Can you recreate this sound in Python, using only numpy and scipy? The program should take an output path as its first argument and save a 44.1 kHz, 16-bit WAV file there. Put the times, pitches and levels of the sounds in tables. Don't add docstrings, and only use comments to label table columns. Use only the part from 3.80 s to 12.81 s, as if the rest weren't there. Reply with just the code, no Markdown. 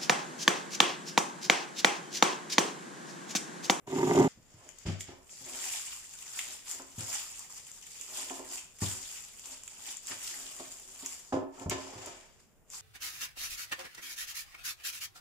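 import sys
import numpy as np
from scipy import signal
from scipy.fft import rfft, irfft, next_fast_len
from scipy.io import wavfile
from scipy.ndimage import uniform_filter1d

SR = 44100
rng = np.random.default_rng(int(sys.argv[2]) if len(sys.argv) > 2 else 0)


def volts_from_db(level):
    exponent = np.asarray(level, float) / 20
    return 10 ** exponent


def inscribe(sig):
    pcm = np.round(np.clip(np.atleast_2d(sig).T, -1, 1) * 32767)
    wavfile.write(sys.argv[1], SR, pcm.astype(np.int16))


N = 397341
SCENE_CHANGE_S = 0.4805
BASE_LAG_S, TABLE_LAG_S = 0.00018, 0.00005


# t/s, base drive level/dB, shearing level/dB
BLADE_STROKE = [
    (0.06, -59, -96),
    (0.072, -38.5, -54.5),
    (0.154, -27.5, -46),
    (0.392, -22, -40),
    (0.41, -13.5, -41),
    (0.46, -30, -45),
    (0.48, -22, -46),
]
# t/s, peak level/dB, contact/ms
BLADE_SLIPS = [(0.074, -29, 0.25), (0.086, -45, 0.42), (0.102, -34.5, 0.29), (0.126, -24.5, 0.19),
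               (0.139, -25.5, 0.42), (0.16, -25, 0.1), (0.185, -22.5, 0.069), (0.21, -26, 0.067),
               (0.23, -21, 0.058), (0.254, -31, 0.086), (0.271, -20.5, 0.14), (0.294, -17, 0.23),
               (0.311, -15, 0.035), (0.333, -27.5, 0.12), (0.35, -19, 0.21), (0.365, -15.5, 0.15),
               (0.375, -12, 0.21), (0.386, -6.5, 1), (0.397, -8.5, 0.42), (0.411, -45, 0.23),
               (0.418, -25.5, 1), (0.439, -16.5, 0.21), (0.446, -14.5, 0.23), (0.455, -22, 0.21),
               (0.464, -22.5, 0.29)]
# f/Hz, level/dB, t60/s
CLAMPED_BASE_MODES = [(109.3, -10, 0.02), (157, -7.5, .12), (212, -14.5, 0.11), (262.7, -7, 0.14),
                      (366.8, -2, 0.091), (413, -4.5, 0.037), (550, -9.5, 0.017), (771, -11.5, 0.044),
                      (801, -20.5, 0.16), (924, -10.5, 0.039), (1213, -20, 0.05), (1454, -15, 0.0077),
                      (2080, -17.5, 0.021)]
# f/Hz, level/dB per Hz
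PAPER_COLOUR = [(900, -1), (1500, -0.5), (2500, 3), (3300, 6.5), (4500, 4.5), (6000, -1.5), (8000, -7),
                (11000, -9), (15000, -18.5)]


def cut():
    drive_db, shear_db = in_time(BLADE_STROKE)
    _, slip_db, contact_ms = np.transpose(BLADE_SLIPS)
    slips = contacts(BLADE_SLIPS, slip_db, contact_ms, rough=0.62)

    rub_noise = evened(grains(1200, 1.5, 0.02)) * rng.standard_normal(N)
    rub = volts_from_db(drive_db) * signal.lfilter([0.1], [1, -0.9], rub_noise)
    drive = volts_from_db(-7.5) * slips + volts_from_db(-31) * rub
    body = ring(drive, CLAMPED_BASE_MODES, scatter_db=0.74, sign=-1.138, bass_hz=93)

    fibres = evened(grains(2500, 2.1, 0.02))
    shear = volts_from_db(shear_db) * bands(fibres, PAPER_COLOUR, 1390, 16700, count=9, patchy_db=1.5)
    return ports(body, BASE_LAG_S, -1.5), shear


# peak t/s, crackle level/dB, swell/s, fade/s
HEAP_MOVES = [(1.7, -53, 0.18, 0.31), (1.85, -40, 0.33, 0.21), (1.97, -38.5, 0.33, 0.1),
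              (2.09, -43, 0.18, 0.22), (2.5, -49.5, 0.8, .2), (2.59, -40, 0.095, 0.091),
              (2.72, -44.5, 0.49, 0.13), (2.9, -40, 0.071, 0.13), (2.97, -60.5, .1, 0.32),
              (3.19, -41, 0.027, 0.27), (3.34, -35.5, 0.11, 0.16), (3.61, -48.5, 1, 0.1),
              (3.78, -48, .25, 0.04), (3.9, -52.5, .4, 0.27), (4.22, -49, 0.5, .15),
              (4.38, -39.5, 0.16, 0.21), (4.58, -47.5, 0.6, 0.058), (4.75, -40.5, 0.15, 0.11),
              (5.025, -35.5, 0.038, 0.25), (5.33, -45, 0.46, 0.29), (5.72, -46.5, 0.29, 0.091),
              (5.92, -53, .35, 0.09), (6.11, -41.5, .2, 0.084), (6.28, -41.5, 0.064, 0.11),
              (6.37, -48.5, .15, .2), (6.46, -39.5, 0.11, .2), (6.62, -46.5, .3, 0.56),
              (6.93, -51, 1, 0.17), (7.31, -45, .4, 0.18), (8.94, -43.5, 0.046, 0.14)]
# peak t/s, crackle level/dB, swell/s, fade/s, swish over crackle/dB
SHEET_MOVES = [(0.488, -51, 0.013, 0.047, -3.5), (0.659, -73, 0.38, .5, -4), (0.88, -59, 0.4, 0.13, -4),
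               (1.04, -56, 0.16, 0.035, -3.5), (1.064, -50, 0.0095, 0.13, 7.5),
               (1.21, -38, 0.017, 0.027, -30), (1.29, -59, 0.054, 0.11, 5), (1.51, -48, .025, 0.23, -24),
               (6.32, -47.5, 0.027, 0.018, 9), (7.49, -56, 0.15, 0.069, -21),
               (7.53, -50, 0.007, 0.061, 3.5), (7.76, -57, 0.054, .1, -3.5),
               (7.82, -51.5, 0.048, 0.056, -7), (7.913, -59.5, 0.015, 0.036, 26),
               (8.0, -49.5, 0.067, 0.52, -3.5), (8.24, -51.5, 0.15, 0.29, -0.2),
               (8.6, -60.5, .012, 0.064, -7)]
# f/Hz, level/dB per Hz
SHEET_COLOUR = [(700, -7), (1900, 2.5), (4400, 2)]
HEAP_SWISH_DB, HEAP_HISS_DB, SHEET_HISS_DB = -7, -8.5, -15


def rustle():
    heap, sheets = moves(HEAP_MOVES), moves(SHEET_MOVES)
    sheet_swish = moves(SHEET_MOVES, [row[-1] for row in SHEET_MOVES])
    clumps = volts_from_db(2.2 * drift(30))
    wash = evened(grains(1500 * clumps, 2.4, 0.09))
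    ticks = rms_one(grains(260 * clumps, 2.8, 0.004))
    grain = evened(wash + 0.35 * ticks)

    swish = volts_from_db(HEAP_SWISH_DB) * heap * bands(grain, PAPER_COLOUR, 710, 4340, count=6, patchy_db=4.0)
    swish = swish + sheet_swish * bands(wash, SHEET_COLOUR, 735, 5200, count=5, patchy_db=0.5)

    crackle_gain = volts_from_db(-5.5) * np.hypot(heap, sheets)
    crackle = crackle_gain * bands(grain, PAPER_COLOUR, 4200, 9500, count=4, patchy_db=2.4)

    hiss_gain = np.hypot(volts_from_db(HEAP_HISS_DB) * heap, volts_from_db(SHEET_HISS_DB) * sheets)
    hiss = hiss_gain * bands(grain, PAPER_COLOUR, 7510, 16500, count=3, patchy_db=-2.5)
    return swish + crackle + hiss


# t/s, peak level/dB, low part level/dB, pan/dB
STRIP_SNAPS = [(0.8899, -31, -48, 9.5), (0.9855, -34.5, -78, 13), (1.2083, -22.5, -38, -3),
               (1.494, -57, -49.5, 6), (1.8412, -25, -35, 9), (1.9362, -30, -31, 5),
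               (2.337, -34, -52.5, 12), (2.5914, -18.5, -26.5, 1), (2.8807, -41, -40, -3),
               (2.9133, -18, -61, 0), (3.02, -33, -61, 1), (3.5929, -23, -64, -0.6), (3.9161, -33, -71, 4),
               (4.0672, -30.5, -57, 2), (4.2117, -25, -76, -14), (4.431, -35, -52, -0.6),
               (4.4985, -26, -40, -9), (4.9868, -34, -63, 7), (5.5957, -30.5, -66, -1),
               (5.6573, -25, -58, 2), (5.8355, -30.5, -57, 0), (5.8784, -28, -42, -5),
               (6.1696, -25.5, -58, 4), (6.2708, -26.5, -54, -3), (6.998, -31, -58, 3),
               (7.261, -17.5, -67, -5), (7.7976, -35, -47.5, 13), (7.897, -13, -42, -1),
               (8.2604, -24.5, -55, 0), (8.9017, -34, -64, 5)]


def snaps():
    high, low = np.zeros((2, 2, N + 4000))
    t = np.arange(4000) / SR
    for s, high_db, low_db, pan_db in STRIP_SNAPS:
        crack = 0.75 * np.exp(-t / 0.0004) * np.sign(rng.standard_normal(len(t)))
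        fizz = 0.22 * np.exp(-t / 0.005) * rng.standard_normal((2, len(t)))
        burst = (crack + fizz) * pan(pan_db)
        at = round(s * SR)
        high[:, at:at + len(t)] += volts_from_db(high_db - 1.5) * burst
        low[:, at:at + len(t)] += volts_from_db(low_db + 17) * burst
    high = signal.sosfilt(signal.butter(1, [4500, 9000], "band", fs=SR, output="sos"), high + 1e-18)
    low = signal.sosfilt(signal.butter(2, [2000, 4200], "band", fs=SR, output="sos"), low + 1e-18)
    return (high + low)[:, :N]


# peak t/s, level/dB, swell/s, fade/s
PATTER_MOVES = [(0.88, -59.5, 0.22, .06), (1.07, -56, 0.017, 0.091), (1.33, -58, 0.061, 0.16),
                (1.52, -65, 0.012, 0.067), (1.69, -54, 0.07, 0.32), (2.72, -64.5, 0.27, .1),
                (2.95, -59.5, 0.056, 0.25), (3.28, -60, 0.11, .2), (4.39, -56, 0.18, 0.2),
                (4.58, -55.5, .3, 0.19), (4.71, -55.5, 0.12, 0.11), (5.16, -62, 0.19, 0.25),
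                (5.73, -60, 0.12, 0.085), (6.11, -66, 0.3, 0.044), (6.32, -52.5, 0.054, 0.06),
                (6.58, -62.5, 0.26, 1), (7.15, -71, 0.48, 1), (7.54, -41, 0.015, 0.039),
                (7.71, -64, 0.13, 0.061), (7.84, -47.5, 0.13, 0.022), (7.96, -41.5, 0.018, 0.058),
                (8.1, -50.5, 0.34, 0.36), (8.27, -53.5, 0.22, 0.21)]
# f/Hz, level/dB, t60/s
BASE_MODES = [(268.7, -8.5, 0.24), (340.3, -15.5, 0.25), (378.3, -8.5, 0.2), (434, -12, 0.11),
              (520, -4.5, 0.049), (545.5, -6, 0.07), (613, -7, 0.087), (687, -10.5, 0.22),
              (707, -5.5, 0.048), (834.5, -3, 0.033), (914, -5, 0.061), (1022, -10.5, 0.094),
              (1098, -10.5, 0.059), (1330, -2, 0.015), (1750, -11, 0.044), (2350, -14, 0.021),
              (2700, -23, .02)]
HEAP_PATTER_DB = -30.5


def patter():
    taps = evened(grains(600, 2.5, 0.02)) * rng.standard_normal(N)
    gain = np.hypot(moves(PATTER_MOVES), volts_from_db(HEAP_PATTER_DB) * moves(HEAP_MOVES))
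    body = gain * rms_one(ring(taps, BASE_MODES, scatter_db=2.5, sign=-1, bass_hz=150))
    return ports(body, BASE_LAG_S, -2.6)


# t/s, table level/dB, base level/dB, contact/ms
LANDINGS = [(0.574, -45, -68, 0.21), (0.742, -44.5, -70, 0.27), (1.054, -25.5, -36, 0.54),
            (1.066, -18.5, -64, 0.88), (1.085, -20, -33.5, 0.57), (1.096, -20.5, -44, 0.29),
            (1.15, -55, -43.5, 0.34), (1.284, -39, -30.5, 1.1), (1.311, -81, -44.5, 0.38),
            (1.611, -46.5, -51, 0.22), (2.996, -58, -42, 0.033), (3.18, -30.5, -50, 0.25),
            (3.203, -62, -39, 0.73), (4.505, -72, -37.5, 0.047), (4.591, -59, -38, 0.096),
            (5.02, -20.5, -26.5, 0.7), (5.031, -68, -33, 0.95), (6.308, -45.5, -46, 0.076),
            (6.796, -48, -37.5, 0.25), (7.227, -73, -39, 0.39), (7.524, -52, -20, 0.27),
            (7.535, -29, -19, 0.61), (7.564, -45.5, -18.5, 0.54), (7.619, -62, -16, 2),
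            (7.812, -45, -34.5, 0.32), (7.86, -19, -21, 1.24), (7.911, -44, -27.5, 0.041),
            (7.98, -37, -30.5, 0.55), (8.156, -39, -47, 0.091), (8.268, -45, -40, 0.14)]
# f/Hz, level/dB, t60/s
TABLE_MODES = [(52, -9, 0.16), (77.7, -14.5, 0.68), (98.4, -0.5, 0.36), (116, 1, 0.25), (156, -1, 0.23),
               (196, -0.5, 0.11), (224, -13.5, 0.36), (310, -5, 0.12)]


def thumps():
    _, table_db, base_db, contact_ms = np.transpose(LANDINGS)
    table_push = contacts(LANDINGS, table_db - 13, contact_ms, rough=1.0)
    base_push = contacts(LANDINGS, base_db - 3, contact_ms, rough=0.8)
    table = ring(table_push, TABLE_MODES, scatter_db=0.25, sign=0.94, bass_hz=81)
    base = ring(base_push, BASE_MODES, scatter_db=1.8, sign=-1, bass_hz=150)
    return ports(table, TABLE_LAG_S, 0.5) + ports(base, BASE_LAG_S, -2.6)


def room(x):
    t60_s, wall_cut_hz, bass_hz = 0.43, 13500, 383
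    x = signal.sosfilt(signal.butter(1, bass_hz, "high", fs=SR, output="sos"), x)
    size = next_fast_len(N + SR)
    w = 2 * np.pi * np.arange(size // 2 + 1) / size
    dull = 1 / (1 + 1j * w * SR / (2 * np.pi * wall_cut_hz))
    out = np.zeros((2, N))
    for side in range(2):
        response = 0
        for k, lag_s in enumerate(rng.uniform(0.0066, 0.036, 6)):
            loop = volts_from_db(-60 * lag_s / t60_s) * dull * np.exp(-1j * w * lag_s * SR)
            response = response + (-1) ** k * loop / (1 - loop)
        out[side] = irfft(rfft(x[side], size) * response, size)[:N]
    return out


# f/Hz, level/dB per Hz
HUSH_COLOUR = [(12, -32), (20, 4), (53, -8.5), (80, -5), (129, -11.5), (171, -7), (298, -16), (491, -12.5),
               (631, -19.5), (4190, -32.5), (7110, -43), (8880, -34), (15500, -36)]


def hush():
    return volts_from_db(-66) * bands(1, HUSH_COLOUR, 21.4, 17100, count=19, patchy_db=0.0)


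def contacts(rows, level_db, contact_ms, rough):
    force, t = np.zeros(N), np.arange(2000) / SR
    for (s, *_), db, ms in zip(rows, level_db, contact_ms):
        push = np.exp(-t * 1000 / np.clip(ms, 0.03, 5))
        chatter = np.exp(-t / 0.012) * rng.standard_normal(len(t))
        chatter = chatter / np.sqrt(np.sum(chatter ** 2))
        chatter = signal.fftconvolve(chatter, push)[:len(t)]
        at = round(s * SR)
        force[at:at + len(t)] += volts_from_db(db) * (push + rough * chatter) / push.sum()
    return force


def ring(drive, modes, scatter_db, sign, bass_hz):
    out = 0
    for k, (hz, level_db, t60_s) in enumerate(modes):
        r, w = volts_from_db(-60 / (t60_s * SR)), 2 * np.pi * hz / SR
        coupled = drive * volts_from_db(level_db + scatter_db * drift(35.4)) + 1e-18
        mode = signal.lfilter([0, np.sin(w)], [1, -2 * r * np.cos(w), r * r], coupled)
        out = out + sign ** k * mode
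    return signal.sosfilt(signal.butter(2, bass_hz, "high", fs=SR, output="sos"), out)


def grains(per_s, spread_db, t60_s):
    sizes = volts_from_db(spread_db * np.minimum(rng.exponential(1, N), 5))
    born = rng.random(N) < per_s / SR
    return signal.lfilter([1], [1, -volts_from_db(-60 / (t60_s * SR))], sizes * born + 1e-18)


# f/Hz, likeness/0-1
PORT_LIKENESS = [(30, 0.2), (80, 0.38), (300, 0.38), (700, 0.9), (1400, 0.63), (3000, 0), (15000, 0)]
# f/Hz, left over right level/dB
PORT_BALANCE = [(30, -0.5), (150, -2), (600, 1.5), (1200, -0.4), (5000, 1.3), (7500, 2.5), (9500, -8),
                (12000, 5.5), (15000, 9)]


def bands(envelope, spectrum, low_hz, high_hz, count, patchy_db):
    out, edges = 0, np.geomspace(low_hz, high_hz, count + 1)
    white = envelope * rng.standard_normal((2, 2, N))
    for k, (low, high) in enumerate(zip(edges, edges[1:])):
        band = signal.butter(2, [low, min(high, 0.45 * SR)], "band", fs=SR, output="sos")
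        mid, side = signal.sosfilt(band, white[k % 2])
        hz = np.sqrt(low * high)
        alike = np.clip(at_hz(PORT_LIKENESS, hz), 0, 1)
        gain = volts_from_db(at_hz(spectrum, hz) + patchy_db * drift(42)) * pan(at_hz(PORT_BALANCE, hz))
        out = out + gain * (np.sqrt(1 + alike) * mid + np.sqrt(1 - alike) * side * [[1], [-1]])
    return rms_one(out)


def moves(rows, offset_db=0):
    curve = 1.298
    t, power = np.arange(0, N + 40, 40) / SR, 0
    for (s, db, swell_s, fade_s, *_), extra_db in zip(rows, np.broadcast_to(offset_db, len(rows))):
        away = np.where(t < s, (s - t) / swell_s, (t - s) / fade_s)
        power = power + volts_from_db(2 * (db + extra_db - 20 * away ** curve))
    now = np.arange(N) / SR
    return np.interp(now, t, np.sqrt(power)) * (now > SCENE_CHANGE_S)


def in_time(rows):
    s, *columns = np.transpose(rows)
    return [np.interp(np.arange(N) / SR, s, c, left=-120, right=c[-1]) for c in columns]


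def evened(envelope):
    return envelope / np.sqrt(uniform_filter1d(envelope ** 2, size=3000) + 1e-12)


def drift(rate_hz):
    r = np.exp(-80 * np.pi * rate_hz / SR)
    noise = rng.standard_normal(N // 40 + 2002)
    slow = signal.lfilter([1], [1, -2 * r, r * r], noise)[2000:]
    return np.interp(np.arange(N) / 40, np.arange(len(slow)), rms_one(slow))


def at_hz(points, hz):
    points_hz, values = np.transpose(points)
    return np.interp(np.log(hz), np.log(points_hz), values)


def rms_one(x):
    return x / np.sqrt(np.mean(x ** 2) + 1e-20)


def pan(pan_db):
    return volts_from_db([[pan_db / 2], [-pan_db / 2]])


def ports(x, lag_s, pan_db):
    t = np.arange(N) / SR
    return np.array([np.interp(t - lag_s, t, x), x]) * pan(pan_db)


def scene():
    body, shear = cut()
    blade = body + shear
    before = np.clip((SCENE_CHANGE_S - np.arange(N) / SR) / 0.0017, 0, 1)
    first = (blade + volts_from_db(-19) * room(blade)) * before
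    handling = rustle() + snaps() + patter() + thumps()
    return first + handling + volts_from_db(-12) * room(handling) + hush()


def band_limit(x):
    return signal.sosfilt(signal.butter(12, 16470, fs=SR, output="sos"), x)


# f/Hz, width/Hz, level/dB
PORT_RESONANCES = [(7150, 1730, 14.5), (4200, 1180, -9), (14800, 1200, 5)]


def record(dry):
    x = dry
    for hz, width_hz, peak_db in PORT_RESONANCES:
        w = 2 * np.pi * hz / SR
        a, g = np.sin(w) * width_hz / (2 * hz), volts_from_db(peak_db / 2)
        x = signal.lfilter([1 + a * g, -2 * np.cos(w), 1 - a * g], [1 + a / g, -2 * np.cos(w), 1 - a / g], x)
    x = signal.sosfilt(signal.cheby2(16, 50, 15800, fs=SR, output="sos"), x)
    return band_limit(x)


dry = scene()
out = record(dry)
inscribe(out)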